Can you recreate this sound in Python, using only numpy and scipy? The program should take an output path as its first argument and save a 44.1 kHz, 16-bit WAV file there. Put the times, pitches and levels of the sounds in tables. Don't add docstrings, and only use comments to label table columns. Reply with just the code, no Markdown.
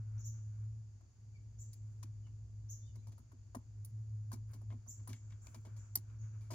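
import sys
import numpy as np
from scipy import signal
from scipy.fft import rfft, irfft, next_fast_len
from scipy.io import wavfile
from scipy.ndimage import uniform_filter1d, map_coordinates

SR = 44100
rng = np.random.default_rng(int(sys.argv[2]) if len(sys.argv) > 2 else 0)


def digitize_waveform(pressure):
    field = np.atleast_2d(pressure).T
    bounded = np.clip(field, -1, 1)
    quanta = np.round(bounded * 32767).astype(np.int16)
    wavfile.write(sys.argv[1], SR, quanta)


N = 288414

# [f/Hz, level/dB]
AIR = [(290, -19), (500, -15), (640, -1.5), (780, -2.5), (950, -4), (1300, -8.5), (2300, -10.5),
       (3000, -13), (4000, -14), (4650, -5), (5400, -8), (6300, -2), (7050, 2.5), (7700, -14.5),
       (8500, -35), (9800, -16), (12000, -33.5), (14100, -28.5), (16000, -44)]
# [f/Hz, correlation]
AIR_ALIKE = [(60, 0.95), (125, 0.88), (250, 0.76), (600, 0), (2000, 0.14), (7000, 0.19)]
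# [f/Hz, level/dB]
RUMBLE = [(15, -26.5), (28, -17.5), (45, -7), (59, 4), (69, 0.5), (90, -1.5), (106, 3), (125, -2),
          (150, -17), (250, -21.5), (450, -30.5), (900, -48), (2000, -63.5)]
# [t/s, level/dB]
HUM = [(0.0, -40), (0.05, -46), (0.73, -44.5), (1.15, -72.5), (1.2, -55.5), (2.07, -46), (2.13, -49),
       (3.13, -49.5), (3.3, -65), (4.02, -43.5), (4.77, -49), (4.83, -59), (5.14, -46), (5.19, -55.5),
       (5.3, -48), (5.45, -59), (5.59, -47.5), (5.68, -55.5), (5.74, -47.5), (5.85, -53.5), (6.28, -45),
       (6.54, -46)]
# [t/s, level/dB, base pitch f/Hz]
CHIPS = [(0.176, -62, 6460), (.239, -52.5, 6680), (1.583, -57, 6860), (2.687, -52.5, 6480),
         (4.873, -51.5, 6800), (5.134, -68, 6780), (5.406, -67, 6850), (5.762, -67, 6830),
         (6.182, -69.5, 6550)]
# [t/s, length/s, start f/Hz, end f/Hz, level/dB]
WHISTLES = [(1.333, .05, 2440, 2170, -73.5), (2.223, 0.062, 3270, 2570, -79),
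            (2.787, 0.15, 3570, 3610, -78.5), (2.822, 0.081, 4670, 4760, -83),
            (2.853, .057, 3250, 2710, -83.5), (2.955, 0.063, 3730, 4280, -83.5),
            (2.998, .067, 2230, 2510, -87)]
# [start t/s, length/s, skin level/dB, crackle level/dB]
RUBS = [(-.06, 0.39, -79, -102), (0.32, 0.44, -83.5, -100), (1.833, 0.22, -86.5, -83),
        (2.896, 0.3, -103, -96), (3.657, .6, -98, -99), (4.472, 0.17, -75.5, -72.5),
        (4.678, 0.51, -89.5, -95.5), (5.204, 0.24, -80.5, -100), (5.408, 0.26, -77, -75),
        (5.65, 0.34, -79, -95), (5.962, 0.64, -80, -101.5)]
# [f/Hz, level/dB]
SKIN = [(200, -5.5), (400, -3), (750, -5.5), (1000, -2), (1200, -1.5), (1520, 1.5), (1900, -10.5),
        (2300, -7), (3000, -17), (8000, -35.5)]
# [f/Hz, width/Hz, level/dB]
CABIN = [(150.6, 26, -1.5), (237.7, 32, 5.5), (352, 64, -2.5)]
# [f/Hz, width/Hz, level/dB]
TRIM = [(474, 90, -27.5), (658, 143, 8), (840, 49, 9), (989, 186, 11.5), (1315, 140, -27.5),
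        (1420, 170, -22.5), (1903, 380, -7)]
# [f/Hz, width/Hz, level/dB]
CLACK = [(1527, 1800, -11.5), (2310, 130, 1.5), (2650, 510, -13.5), (3410, 1100, -7.5)]
# [f/Hz, level/dB]
SHELL = [(1500, -32), (3300, -18.5), (4000, -5.5), (4600, 0), (5150, -3), (5700, -0.5), (6200, 0.5),
         (7000, 0.5), (8000, -6), (9500, -31.5)]
# [f/Hz, width/Hz, level/dB]
SNAP = [(9350, 510, 0), (10460, 140, -3), (10150, 440, -1.5), (11900, 900, -12.5), (12700, 100, -10.5),
        (13850, 340, -14.5), (13100, 240, -2.5), (15300, 750, -1), (14100, 160, -4.5)]
# [t/s, plastic level/dB, brightness/dB, trim knock level/dB, knock tilt/(dB per octave), early t60/s]
SCRAPES = [(1.0078, -88, 9, -77, -1, 0.039), (2.266, -84.5, -6, -77.5, 3, 0.048),
           (2.9554, -73.5, 12.5, -73, -3, 0.038), (3.1185, -75, 6.5, -76.5, -7, .07),
           (3.3174, -80.5, 16, -70, 5, 0.035), (4.5328, -68, 14, -69, -2, 0.096),
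           (4.7225, -79, -1, -65, -7, 0.085), (4.8635, -89, 24, -72, 2, .07),
           (4.9947, -87, -4, -76.5, 6, 0.07), (5.0904, -64.5, 7.5, -65, 3, .17),
           (5.3024, -78.5, -5, -84, 13, 0.05), (5.3204, -78.5, -12, -75.5, 13, 0.033),
           (5.65, -72, 2, -65.5, -5, .14), (5.7634, -75, 7, -75.5, 0, 0.12),
           (6.4076, -78.5, 4.5, -77.5, -2, 0.45), (6.5046, -59.5, 9, -55, -4.5, 0.31),
           (6.5324, -63, 1, -59.5, -9.5, 0.061)]
# [t/s, plastic level/dB, brightness/dB, trim knock level/dB, knock tilt/(dB per octave), early t60/s]
CLICKS = [(1.731, -66, 19.5, -87, 0, 0.027), (2.029, -60.5, 8.5, -60.5, 10, .034),
          (3.07, -71.5, 11, -67, -5, 0.081), (3.18, -78.5, 24, -68.5, 4.5, .07),
          (3.548, -61.5, 20.5, -48, -3.5, .06), (3.8478, -64.5, 34.5, -79, 2, 0.025),
          (4.3175, -63.5, 22.5, -54, 3, 0.03), (4.326, -59.5, 15.5, -60.5, 3.5, 0.07),
          (4.615, -83.5, 25, -68.5, -5, 0.063), (4.703, -80, -19.5, -64.5, -6, 0.061),
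          (5.0744, -66.5, 35, -57.5, 3.5, 0.069), (5.1303, -58.5, -1.5, -67.5, 8, 0.023),
          (5.469, -61.5, 0.5, -65.5, -3, 0.014), (5.5445, -63, 5, -62.5, 0, 0.069),
          (5.9545, -47, 19, -57.5, 0, 0.073), (6.099, -83.5, -8, -77, 16, .02)]
# [t/s, level/dB]
LOCK = [(5.9552, -27.5), (5.9568, -31), (5.9584, -35)]
# [f/Hz, level/dB, t60/s]
TAB = [(4626, -12, .035), (5170, -15, .03), (5660, -15, .028), (6170, -12, .032), (9540, -6, .026),
       (10210, -6, .026), (10900, -11, .02), (12690, -8, .02), (12950, -4, .024), (13340, -4, .022),
       (13600, 1, .026), (13970, -3, .026), (14180, -4, .024), (14535, -5, .024), (15000, -13, .024)]

TOP_HZ = 15900
HUM_HZ, DRIFT_HZ, DRIFT_PER_S = 108.03, 1.192, 6
FULL_DB, SAG_HZ_PER_DB = -45, 0.25
FLUTTER_DB, FLUTTER_PER_S = 1.88, 23
NEAR_DB, NEAR_ECHO_DB, ECHO_SLOPE = -52, -18, 1.4
OVERTONE_DB, DULLING = -15, 0.7
RUB_ATTACK_S, RUB_RELEASE_S = 0.0418, 0.15
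HOLD_SKIN_DB, HOLD_CRACKLE_DB = -94, -104
SNAP_SLOPE, CLACK_SLOPE = 0.54, 0.64


def amp(db):
    return 10 ** (np.asarray(db) / 20)


def unit(x):
    return x / np.sqrt(np.mean(x ** 2) + 1e-20)


def along(points, hz):
    f, v = np.transpose(points)
    return np.interp(np.log(hz + 1), np.log(f + 1), v)


def curves(rows):
    s, *cols = np.transpose(rows)
    return [np.interp(np.arange(N) / SR, s, c) for c in cols]


def wobble(rate, n):
    knots = rng.standard_normal(int(n * rate / SR) + 4)
    return map_coordinates(knots, [np.arange(n) * rate / SR])


def filtered(x, response):
    n = x.shape[-1]
    m = next_fast_len(n + 8192)
    return irfft(rfft(x, m) * response(np.fft.rfftfreq(m, 1 / SR)), m)[..., :n]


def colour(points):
    return lambda f: amp(along(points, f))


def body(modes):
    def response(f):
        total = 0
        for k, (centre, width, db) in enumerate(modes):
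            damping = 1j * f * width
            total = total + (-1) ** k * amp(db) * damping / (centre * centre - f * f + damping)
        return total
    return response


def add(track, s, x):
    i = max(round(s * SR), 0)
    track[..., i:i + x.shape[-1]] += x[..., :max(N - i, 0)]


def loudest(x, size):
    return np.sqrt(uniform_filter1d(np.mean(x ** 2, axis=0), size=size).max())


def ports(x, lead_ms, pan_db):
    side = np.array([[.5], [-.5]])
    return filtered(x, lambda f: amp(side * pan_db) * np.exp(2j * np.pi * f * side * lead_ms * 10 ** -3))


def diffuse(spectrum):
    def mid_side(f):
        turn = np.arccos(np.clip(along(AIR_ALIKE, f), -1, 1)) / 2
        return colour(spectrum)(f) * np.array([np.cos(turn), np.sin(turn)])
    mid, side = filtered(rng.standard_normal((2, N)), mid_side)
    return unit(np.array([mid + side, mid - side]))


def hiss():
    return amp(-78.5) * diffuse(AIR)


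def hum():
    db, = curves(HUM)
    hz = HUM_HZ + SAG_HZ_PER_DB * (db - FULL_DB) + DRIFT_HZ * wobble(DRIFT_PER_S, N)
    flutter_db = FLUTTER_DB * wobble(FLUTTER_PER_S, N)
    tone = amp(db + flutter_db - 0.18) * unit(np.sin(2 * np.pi * np.cumsum(hz) / SR))
    rumble = amp(-58.0 + 0.25 * (db - db.mean())) * diffuse(RUMBLE)
    return (tone + rumble) * amp([[.25], [-.25]])


def hall(x, t60, late_db):
    t = np.arange(SR) / SR
    decay = amp(-60 * t / t60) + amp(late_db - 60 * t / 1.1)
    tail = rng.standard_normal((2, SR)) * decay
    wet = signal.fftconvolve(x[None], tail, axes=1)
    return wet / loudest(wet, 1024)


def whistles():
    out = np.zeros((2, N))
    for s, length, start_hz, end_hz, db in WHISTLES:
        n = round(length * SR)
        glide = np.linspace(start_hz, end_hz, n) * (1 + 0.016 * wobble(200, n))
        phase = 2 * np.pi * np.cumsum(glide) / SR
        note = np.hanning(n) * (np.sin(phase) + amp(-9.0) * np.sin(2 * phase))
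        add(out, s, amp(db) * hall(note, t60=.12, late_db=-20.5))
    return out


def chips():
    out = np.zeros((2, N))
    u = np.linspace(0, 1, round(.036 * SR))
    contour = np.interp(u, [0, .2, .45, .7, 1], [.82, 1.0, 1.07, 1.02, .81])
    swell = np.abs(np.sin(np.pi * u)) ** 0.56
    for s, db, hz in CHIPS:
        late_db = NEAR_ECHO_DB + ECHO_SLOPE * (NEAR_DB - db)
        flutter = 1 + .03 * wobble(500, len(u))
        phase = 2 * np.pi * np.cumsum(hz * contour * flutter) / SR
        octave_db = db + OVERTONE_DB + DULLING * (db - NEAR_DB)
        add(out, s, amp(db) * hall(swell * np.sin(phase), t60=.25, late_db=late_db))
        add(out, s, amp(octave_db) * hall(swell ** 4 * np.sin(2 * phase), t60=.22, late_db=-40))
    return out


def rubbing():
    t = np.arange(N) / SR
    skin_gain, crackle_gain = amp(HOLD_SKIN_DB), amp(HOLD_CRACKLE_DB)
    for s, length, skin_db, crackle_db in RUBS:
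        stroke = np.clip(np.minimum((t - s) / RUB_ATTACK_S, (s + length - t) / RUB_RELEASE_S), 0, 1)
        skin_gain = skin_gain + amp(skin_db) * stroke
        crackle_gain = crackle_gain + amp(crackle_db) * stroke
    happens = rng.random(N) < 2000 / SR
    strength = amp(2.7 * rng.exponential(size=N).clip(0, 4))
    slips = happens * strength * rng.standard_normal((2, N))
    crackle = amp(-6.5) * crackle_gain * unit(filtered(slips, body(SNAP)))
    skin = skin_gain * diffuse(SKIN) * amp([[1], [-1]])
    pressure = amp(2.4 * wobble(25, N))
    return pressure * (crackle + skin)


def ring(force, response, db, spread, blow=0):
    grit = rng.standard_normal((3, len(force)))
    drive = force * (grit[0] + spread * grit[1:]) / np.linalg.norm(force)
    drive[:, 0] += blow
    x = filtered(drive, response)
    return amp(db) * x / loudest(x, 128)


def edges(f):
    return body(SNAP)(f) * (1j * f / (5000 + 1j * f)) ** 2


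def panel(f):
    return body(TRIM)(f) / (1 + 1j * f / 2500) ** 2


def footwell(f):
    return body(CABIN)(f) / (1 + 1j * f / 500) ** 2


def contacts(rows, rise, blow, tail_db, slip_db, snap_db, shell_db, clack_db, knock_db, boom_db):
    snaps, plastic, trim, boom = np.zeros((4, 2, N))
    t = np.arange(SR // 5) / SR
    for s, level, bright, knock, tilt, t60 in rows:
        spot = lambda f: panel(f) * amp(tilt * np.log2(np.clip(f, 400, 1600) / 800))
        push = (1 - np.exp(-t / rise)) * amp(slip_db * wobble(300, len(t)))
        force = push * (amp(-60 * t / t60) + amp(tail_db - 60 * t / 0.14))
        thud = push * (amp(-60 * t / (1.02 * t60)) + amp(-13.5 - 60 * t / 0.19))
        grip = 1 + .035 * rng.standard_normal()
        clips = lambda f: body(CLACK)(f * grip)
        add(snaps, s, ring(force, edges, level + SNAP_SLOPE * bright + snap_db, spread=0.23))
        add(plastic, s, ring(force, colour(SHELL), level + shell_db, spread=1.0))
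        add(plastic, s, ring(thud, clips, level - CLACK_SLOPE * bright + clack_db, spread=0.057))
        add(trim, s, ring(thud, spot, knock + knock_db, spread=0.49, blow=blow))
        add(boom, s + 0.0121, ring(thud, footwell, knock + boom_db, spread=0.8, blow=blow))
    near_edges = ports(snaps, lead_ms=-0.293, pan_db=-0.1)
    near_plastic = ports(plastic, lead_ms=0.062, pan_db=4.0)
    near_trim = ports(trim, lead_ms=0.26, pan_db=6.0)
    return near_edges + near_plastic + near_trim + boom


def scrapes():
    return contacts(SCRAPES, rise=0.002, blow=0.56, tail_db=-22, slip_db=0.0,
                    snap_db=-5.0, shell_db=3.5, clack_db=2.5, knock_db=3.5, boom_db=8.5)


def clicks():
    return contacts(CLICKS, rise=0.00072, blow=0.78, tail_db=-18, slip_db=3,
                    snap_db=-5.0, shell_db=3.5, clack_db=0.0, knock_db=2.5, boom_db=5.5)


def lock():
    out = np.zeros((2, N))
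    t = np.arange(SR // 16) / SR
    hz, level, t60 = np.transpose(TAB)[..., None]
    for s, db in LOCK:
        strength = amp(level + rng.normal(0, 2.7, hz.shape) - 60 * t / t60)
        start = rng.random(hz.shape)
        modes = np.sum(strength * np.sin(2 * np.pi * (hz * t + start)), axis=0)
        grain = unit(filtered(rng.standard_normal((2, len(t))), body(SNAP)))
        crack = amp(6.5 - 60 * t / 0.0041) * grain
        stroke = (modes + crack) * (1 - np.exp(-t / 0.00025))
        add(out, s, amp(db) * stroke / loudest(stroke[:1], 64))
    return ports(out, lead_ms=0.063, pan_db=0)


def scene():
    background = hiss() + hum()
    outside = whistles() + chips()
    hands = rubbing() + scrapes() + clicks() + lock()
    return background + outside + hands


def record(dry):
    return filtered(dry, lambda f: f < TOP_HZ)


dry = scene()
out = record(dry)
digitize_waveform(out)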